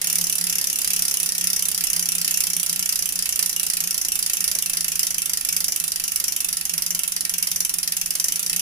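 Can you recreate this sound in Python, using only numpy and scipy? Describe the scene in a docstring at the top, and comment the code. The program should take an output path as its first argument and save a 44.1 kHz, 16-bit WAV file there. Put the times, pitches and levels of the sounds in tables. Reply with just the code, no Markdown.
"""Bicycle freehub in a small room

A rear wheel coasts down near a wall, on a stereo pair of microphones; at the end the snaps quicken. Three pawls
drop together off each of fifteen ratchet teeth; every snap rings hub, sprockets and frame. Each tooth has its
own colour, so a pattern comes round with every turn. Underneath are a wavering low hum, the faint rush of the
spokes and room tone."""
import sys
import numpy as np
from scipy import signal
from scipy.fft import rfft, irfft, next_fast_len
from scipy.io import wavfile
from scipy.ndimage import map_coordinates

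SR = 44100
rng = np.random.default_rng(int(sys.argv[2]) if len(sys.argv) > 2 else 0)


def pcm_store(signal):
    """Save signal as 16-bit PCM."""
    levels = np.round(np.clip(np.atleast_2d(signal), -1, 1) * 32767)
    wavfile.write(sys.argv[1], SR, levels.astype(np.int16).T)


N = 379683

TEETH, START_TOOTH = 15, .459  # teeth per turn; share of the first tooth already climbed
START_RATE, FRICTION, DRAG = 35.743, 1.4717, .0003436  # teeth/s; bearings, teeth/s^2; air, per tooth
SNAP_DB, SNAP_DB_PER_DOUBLING = -1.64, -0.06  # snap trim at starting speed; change as speed doubles
LEAD_S = .003  # time allowed ahead of a snap for the pawls to slip
TOOTH_COLOUR, REGION_OCTAVES = 1.1, 0.34  # depth of a tooth's colour; half width of a hub resonance

# the hub's resonant regions: knock_hz, clack_hz, ping_hz, ring_hz
HUB_REGIONS = [1990, 2840, 4260, 5880]
# each tooth's snap: strength_db, then (scaled by TOOTH_COLOUR) knock_db, clack_db, ping_db, ring_db
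RATCHET_TEETH = [(0.07, 0, -2.5, 2.5, -0.5), (-0.3, 5.5, 0.5, 6, -3.1), (1, -0.9, -1.5, 0.5, -1),
                 (-1.95, -0.4, 5, 3.8, 3.5), (0.5, 4, 1.5, 0.5, -2.9), (2.06, 4.1, -1.2, 2.7, -1.5),
                 (1.0, 1.5, -4, 5, -2.4), (0.8, -0.7, -0.8, 3.5, -1.3), (-0.5, 2.7, -2, -3.5, 4),
                 (-0.56, 1, -1.2, 2.5, 1), (1.36, -3, 2.7, -1.5, -1.5), (1.0, -1, 1.2, -0.5, -3),
                 (1.7, -2.8, -1.6, 0.2, -5.5), (0, 2, -2.5, 1.5, -1), (-0.4, 3.3, -1, 6.7, -1.5)]
# moments when the snaps sound louder or softer: centre_s, half_width_s, extra_db
SNAP_ACCENTS = [(.11, .03, 2), (.6, 0.026, -2), (.73, 0.021, -2.5), (.91, 0.084, 1.5), (1.345, 0.037, -3),
                (1.88, 0.064, 0.5), (2.03, .015, -1.5), (2.27, 0.031, 2.7), (2.41, .045, 1.5),
                (2.76, .015, -2.3), (3.11, 0.053, -2.7), (3.41, 0.021, 4), (3.53, 0.022, -3.5),
                (3.92, 0.069, -1), (4.08, .015, -1.5), (4.33, .015, 1), (4.47, 0.018, 1.5),
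                (4.74, 0.031, 1), (5.01, .028, 3), (5.41, .015, -3), (5.49, .015, 1), (6.02, 0.12, -1),
                (6.4, .02, 0.6), (6.6, 0.049, -2.5), (6.75, 0.06, -0.5), (7.15, 0.11, -1),
                (7.66, 0.14, 0.3), (8.014, .015, 0.5), (8.08, .045, -1), (8.25, 0.068, 2),
                (8.39, 0.031, -1)]
# the teeth passing faster at the close: time_s, extra_teeth_per_s
CLOSING_EXTRA_RATE = [(8.155, 0), (8.26, 2.5), (8.32, 6.1), (8.61, 10.9)]
# the hub's colour at the left and at the right microphone: frequency_hz, relative_db
HUB_AT_LEFT_MIC = [(100, -54), (400, -30.5), (1500, -29), (2200, -22), (2750, -17.5), (3700, -20),
                   (4400, -18.5), (5000, -10.5), (5800, -3), (6800, -9.5), (7600, -13.5), (8700, -20),
                   (12000, -17), (15200, -15.5)]
HUB_AT_RIGHT_MIC = [(100, -71), (400, -45), (1500, -28.5), (2200, -24.5), (3000, -20.5), (3800, -23.5),
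                    (4900, -19.5), (6200, -11), (8400, -11.5), (9600, -3), (10300, 0), (11100, -7.5),
                    (12000, -5.5), (15200, -15.5)]
# modes of frame, spokes and sprockets: pitch_hz, relative_db, t60_s, left_over_right_db
FRAME_MODES = [(421, -18, 0.11, 5), (640, -10.5, .1, 5), (830, -24, 0.091, -2), (990, -6, 0.034, 6),
               (1377.4, -4, .065, 10.5), (1610, -14, 0.1, 6), (1825, -10, 0.096, 1), (1897, -11, .06, 5),
               (2030, -12.5, 0.041, 7), (2265, -6.5, 0.033, 10), (2653, 2.5, 0.023, 12.5),
               (2792, 0, 0.021, 2.5), (3225, -7, .02, -1), (4100, -23, 0.018, 3), (4912, 4, 0.015, -2),
               (5597, 7, 0.016, 9), (5710, 7.5, 0.024, 8), (5950, 3.5, 0.018, 10), (6380, 0, .022, 18),
               (7595, 3, 0.066, 3), (10020, -14, 0.035, -13)]
# the room's decay: frequency_hz, t60_s
ROOM_DECAY = [(300, 0.16), (1500, 0.16), (5000, 0.12), (10000, 0.24), (15000, 0.44)]
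# strength of the room's answer: frequency_hz, gain_db
REVERB_GAIN = [(500, 0), (1500, 0), (3000, 1.5), (3900, -1), (6000, -4.5), (10000, -6), (15000, -9)]
# the hum's drift: time_s, pitch_hz, level_db
HUM_DRIFT = [(0.0, 168.0, -59.5), (0.24, 174.6, -43), (0.33, 171.3, -57), (0.45, 174.2, -44.5),
             (0.65, 172.0, -53), (0.74, 182.3, -57), (0.98, 173.6, -53.5), (1.34, 170.9, -52),
             (1.46, 179.0, -42), (1.55, 179.6, -56), (1.96, 175.1, -47), (2.47, 170.4, -50.5),
             (2.61, 178.1, -46.5), (2.66, 176.2, -69), (2.7, 177.3, -47), (3.09, 173.3, -53),
             (3.26, 182.3, -54), (3.33, 182.3, -69), (3.45, 172.7, -50), (3.71, 175.6, -57),
             (3.9, 176.7, -46.5), (4.0, 178.6, -62), (4.19, 175.4, -44), (4.33, 179.2, -69),
             (4.43, 179.6, -46), (4.5, 179.9, -58), (4.6, 170.4, -54.5), (5.29, 172.4, -52.5),
             (5.48, 168.0, -64), (5.51, 168.0, -51), (5.6, 174.2, -47), (5.72, 171.9, -65),
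             (5.84, 169.2, -54), (6.39, 177.1, -58), (6.7, 170.9, -53), (6.85, 172.6, -44.5),
             (7.09, 178.7, -54.5), (7.54, 172.1, -50.5), (8.41, 173.0, -56.5), (8.6, 173.6, -46)]
# air stirred by the spokes: frequency_hz, relative_db
SPOKE_SPECTRUM = [(80, -14), (245, 3), (310, -4), (450, -2.5), (800, -7), (2000, -23), (8000, -46)]
# room tone: frequency_hz, relative_db
ROOM_TONE_SPECTRUM = [(10, -13), (23, 3), (38, -12.5), (56, -0.5), (68, -13.5), (82, -5.5), (125, -20.5),
                      (160, -5.5), (235, -13), (310, -10.5), (380, -21), (900, -18), (3000, -12.5),
                      (15000, -22.5)]
# how alike diffuse noise is at the two microphones: frequency_hz, correlation
MIC_LIKENESS = [(50, 0.79), (150, 1), (300, 0.69), (600, .75), (2000, 0.13)]
# the recorder's band edge: frequency_hz, gain_db
RECORDER_BAND = [(15250, 0), (15900, -20), (16500, -28), (16650, -90)]


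def freehub(stagger_s, left_db, right_db, chatter_db, frame_db, frame_sway_db, pawl_count=3):
    """Direct sound at the microphones: pawls land a split millisecond apart and ring hub and frame."""
    times, sizes = snaps(scatter_db=0.5)
    tooth = np.arange(len(times)) % TEETH
    push = tooth_pushes()[tooth]

    def on_snaps(shapes):
        pushed = signal.fftconvolve(unit_energy(shapes), push, axes=1)
        return impulses(times - LEAD_S, sizes, pushed)

    pawls = [pawl(tooth, lag_s=k * stagger_s) for k in range(pawl_count)]
    hub_rings = 0
    for blows in pawls:
        answers = np.stack([hub() for _ in range(TEETH)], axis=1)  # alike on every turn
        hub_rings += signal.fftconvolve(blows[None], answers[:, tooth], axes=2)
    ticks = at_mics(rattle(times, sizes, delay_s=.014, db=-20.5, uneven_db=7.5), hub())
    buzz = amp(chatter_db) * chatter(on_snaps(sum(pawls)), t60=0.0078)
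    clicks = mic_gains(left_db, right_db) * (np.array([on_snaps(mic) for mic in hub_rings]) + ticks + buzz)
    # the heavy frame feels each snap as one blow; how well it arrives sways as the wheel turns
    knocks = impulses(times, sizes, push) * amp(frame_sway_db * wobble(20))
    return clicks + amp(frame_db) * at_mics(knocks, frame(build_up_s=0.009, build_up_hz=1010))


def tooth_rate():
    """Teeth per second: the wheel loses FRICTION + DRAG * rate^2 each second, and the teeth pass faster still
    at the end."""
    knee = np.sqrt(FRICTION / DRAG)
    coasting = knee * np.tan(np.arctan(START_RATE / knee) - DRAG * knee * np.arange(N) / SR)
    return coasting + curve(CLOSING_EXTRA_RATE)


def snaps(scatter_db):
    """Time and size of each snap: one as each tooth passes, with that tooth's own strength."""
    rate = tooth_rate()
    passed = START_TOOTH + np.cumsum(rate) / SR
    tooth = np.arange(int(passed[-1]))
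    at = np.searchsorted(passed, tooth + 1)
    times = at / SR
    speed_db = SNAP_DB + SNAP_DB_PER_DOUBLING * np.log2(rate[at] / START_RATE)
    tooth_db = np.array(RATCHET_TEETH)[tooth % TEETH, 0]
    accent_db = sum(db * np.exp(-((times - centre) / half) ** 2) for centre, half, db in SNAP_ACCENTS)
    return times, amp(speed_db + tooth_db + accent_db + scatter_db * rng.standard_normal(len(times)))


def pawl(tooth, lag_s, spread_s=.00018, uneven_db=1.0, slip_s=.0007, slip_db=-10,
         bounce_s=.0022, bounce_db=-4.5, chance=.1, size=512):
    """One pawl's blows, a row per snap: it slips over the tooth's edge, lands and bounces twice."""
    # most of the scatter is wear that comes round with each tooth, the rest is chance
    wear = rng.standard_normal((TEETH, 6))[tooth]
    scatter = (wear + chance * rng.standard_normal((len(tooth), 6))).T / np.hypot(1, chance)
    landing = LEAD_S + lag_s + spread_s * scatter[0]
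    force_db = uneven_db * scatter[1]
    slip = landing - slip_s * np.exp(.4 * scatter[2])
    flight = bounce_s * np.exp(.35 * scatter[3])
    touches = [(slip, slip_db), (landing, 0), (landing + flight, bounce_db + 2 * scatter[4]),
               (landing + 1.8 * flight, 2 * bounce_db + 2 * scatter[5])]
    return sum(amp(db + force_db)[:, None] * (np.arange(size) == np.round(s * SR)[:, None])
               for s, db in touches)


def tooth_pushes(size=256):
    """Each tooth's short push: its wear and place in the ring favour some of the hub's resonances."""
    def regions(hz):
        octaves = np.log2((hz[:, None] + 1) / np.array(HUB_REGIONS))
        return np.exp(-(octaves / REGION_OCTAVES) ** 2)

    return np.array([coloured(np.ones(1), lambda hz: TOOTH_COLOUR * regions(hz) @ colour_db, size)
                     for colour_db in np.array(RATCHET_TEETH)[:, 1:]])


def hub(left_t60=0.021, right_t60=0.019, crack_db=-7, crack_t60=0.0078, rise_s=0.00013, size=1500):
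    """The hub's answer to one blow: a crack, then dense steel modes that die within milliseconds."""
    t = np.arange(size) / SR
    crack = amp(crack_db - 60 * t / crack_t60)
    attack = 1 - np.exp(-t / rise_s)
    burst = lambda t60: rng.choice([-1, 1], size) * (amp(-60 * t / t60) + crack) * attack
    return hub_colour(burst(left_t60), burst(right_t60))[:, :size]


def hub_colour(left, right):
    """Two bursts coloured as each microphone hears the hub, at energy 1."""
    return unit_energy(np.array([coloured(left, lambda hz: along(HUB_AT_LEFT_MIC, hz)),
                                 coloured(right, lambda hz: along(HUB_AT_RIGHT_MIC, hz))]))


def frame(build_up_s, build_up_hz):
    """Longer-lived modes, each with its own level and phase at each microphone; low ones build slowly."""
    t = np.arange(SR // 4) / SR
    ring = 0
    for hz, db, t60, lean_db in FRAME_MODES:
        attack = 1 - np.exp(-t / build_up_s * (hz / build_up_hz) ** 2)
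        decay = amp(-60 * t / t60) / np.sqrt(t60)
        tone = np.sin(2 * np.pi * (hz * t + rng.random((2, 1))))
        ring += mic_gains(db, db - lean_db) * attack * decay * tone
    return ring / np.linalg.norm(ring[0])


def chatter(blows, t60):
    """The loose sprockets and chain buzz after each blow, never twice alike."""
    energy = signal.lfilter([1], [1, -amp(-120 / (t60 * SR))], blows ** 2)
    envelope = np.sqrt(energy * np.sum(blows ** 2) / np.sum(energy))
    buzz = envelope * rng.choice([-1, 1], (2, N))
    return signal.oaconvolve(buzz, hub_colour(np.ones(1), np.ones(1)), axes=1)[:, :N]


def rattle(times, sizes, delay_s, db, uneven_db, count=3):
    """Each snap shakes loose parts, which tick faintly some milliseconds later."""
    scatter = rng.standard_normal((len(times), 2, count))
    tick_times = times[:, None] + delay_s * np.exp(.55 * scatter[:, 0])
    tick_sizes = sizes[:, None] * amp(db + uneven_db * np.tanh(scatter[:, 1]))
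    return impulses(tick_times.ravel(), tick_sizes.ravel(), np.ones((1, 1)))


def wall(direct, delay_s, db):
    """The first reflection to reach the microphones, off the wall just behind the wheel."""
    return filtered(direct, lambda hz: amp(db) * np.exp(-2j * np.pi * hz * delay_s))


def reverb(direct, build_up_s, block=4096):
    """The room's diffuse tail builds up as the walls answer; the turning spokes keep reshuffling it."""
    starts = np.arange(0, N, block)
    hz, t, noise = signal.stft(rng.standard_normal((len(starts), 2, SR // 4)), SR, nperseg=256)
    t60 = along(ROOM_DECAY, hz)[:, None]
    tails = signal.istft(noise * (amp(-60 * t / t60) / np.sqrt(t60)), SR, nperseg=256)[1]
    tails *= 1 - np.exp(-(np.arange(tails.shape[-1]) / SR / build_up_s) ** 2)
    wet = np.zeros((2, N + SR))
    for start, tail in zip(starts, tails):
        answer = signal.fftconvolve(direct[:, start:start + block], tail / np.linalg.norm(tail[0]), axes=1)
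        wet[:, start:start + answer.shape[1]] += answer
    return filtered(wet[:, :N], lambda hz: amp(along(REVERB_GAIN, hz)))


def hum(wander_rad, flutter_rad, throb, left_db, right_db):
    """A continuous low tone that wavers in pitch and level and throbs with brief dips."""
    rows = np.array(HUM_DRIFT)
    pitch_hz, level_db = curve(rows[:, [0, 1]]), curve(rows[:, [0, 2]])
    phase = 2 * np.pi * np.cumsum(pitch_hz) / SR + wander_rad * wobble(14) + flutter_rad * wobble(40)
    tone = unit_rms((1 + throb * wobble(24)) * np.sin(phase))
    return mic_gains(left_db, right_db) * amp(level_db) * tone


def spokes(db, db_per_doubling):
    """The spokes stir the air: a soft rush, left of centre, that follows the wheel's speed."""
    level_db = db + db_per_doubling * np.log2(tooth_rate() / START_RATE)
    return amp(level_db) * mic_gains(2, -2) * diffuse(SPOKE_SPECTRUM)


def room_tone(left_db, right_db):
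    """The room's faint, steady noise, mostly rumble."""
    return mic_gains(left_db, right_db) * diffuse(ROOM_TONE_SPECTRUM)


def diffuse(spectrum):
    """Noise of rms 1, nearly the same at both microphones in the bass."""
    def mid_and_side(hz):
        angle = np.arccos(np.clip(along(MIC_LIKENESS, hz), -1, 1)) / 2
        return amp(along(spectrum, hz)) * [np.cos(angle), np.sin(angle)]

    mid, side = filtered(rng.standard_normal((2, N)), mid_and_side)
    return unit_rms(np.array([mid + side, mid - side]))


def amp(db):
    """Decibels to gain."""
    return 10 ** (np.asarray(db) / 20)


def mic_gains(left_db, right_db):
    """A gain for each microphone."""
    return amp([[left_db], [right_db]])


def unit_rms(x):
    """Scale to rms 1."""
    return x / np.sqrt(np.mean(x ** 2) + 1e-20)


def unit_energy(x):
    """Scale each row to energy 1."""
    return x / np.linalg.norm(x, axis=-1, keepdims=True)


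def along(points, hz):
    """(frequency_hz, value) points read on a log axis."""
    knots_hz, values = np.transpose(points)
    return np.interp(np.log(hz + 1), np.log(knots_hz + 1), values)


def curve(rows):
    """(time_s, value) rows as one value per sample."""
    return np.interp(np.arange(N) / SR, *np.transpose(rows))


def wobble(rate):
    """A smooth random curve, rate knots a second."""
    return map_coordinates(rng.standard_normal(int(N * rate / SR) + 4), [np.arange(N) * rate / SR])


def filtered(x, response):
    """x through the frequency response given by response(hz)."""
    size = next_fast_len(N + SR // 2)
    return irfft(rfft(x, size) * response(np.fft.rfftfreq(size, 1 / SR)), size)[..., :N]


def coloured(x, db, size=4096):
    """A short burst through the causal filter whose gain is db(hz)."""
    cepstrum = irfft(np.log(amp(db(np.fft.rfftfreq(size, 1 / SR)))))
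    cepstrum[1:size // 2] *= 2
    cepstrum[size // 2 + 1:] = 0
    return irfft(rfft(x, size) * np.exp(rfft(cepstrum)))


def impulses(times, sizes, shapes):
    """A train of single blows, each with its own short shape."""
    at = np.round(times * SR).astype(int)[:, None] + np.arange(shapes.shape[1])
    return np.bincount(np.clip(at, 0, N).ravel(), (sizes[:, None] * shapes).ravel(), N + 1)[:N]


def at_mics(x, responses):
    """One signal through the impulse response to each microphone."""
    return np.array([signal.oaconvolve(x, response)[:N] for response in responses])


def scene():
    """The ratchet and its reflections, over the spokes, the hum and the room tone."""
    direct = freehub(stagger_s=.00028, left_db=6.5, right_db=10.0, chatter_db=-7,
                     frame_db=-2.5, frame_sway_db=0.85)
    reflections = wall(direct, delay_s=0.0047, db=-19.5) + reverb(direct, build_up_s=0.0024)
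    background = hum(wander_rad=0.5, flutter_rad=0.39, throb=0.38, left_db=2.5, right_db=-2.5)
    background += room_tone(left_db=-42.5, right_db=-47.0)
    return direct + reflections + spokes(db=-54, db_per_doubling=16.5) + background


def record(dry):
    """The recorder rounds off the highest peaks and keeps nothing above its band edge."""
    ceiling = .95  # of full scale
    rounded = dry / (1 + (dry / ceiling) ** 12) ** (1 / 12)
    return filtered(rounded, lambda hz: amp(along(RECORDER_BAND, hz)))


dry = scene()
out = record(dry)
pcm_store(out)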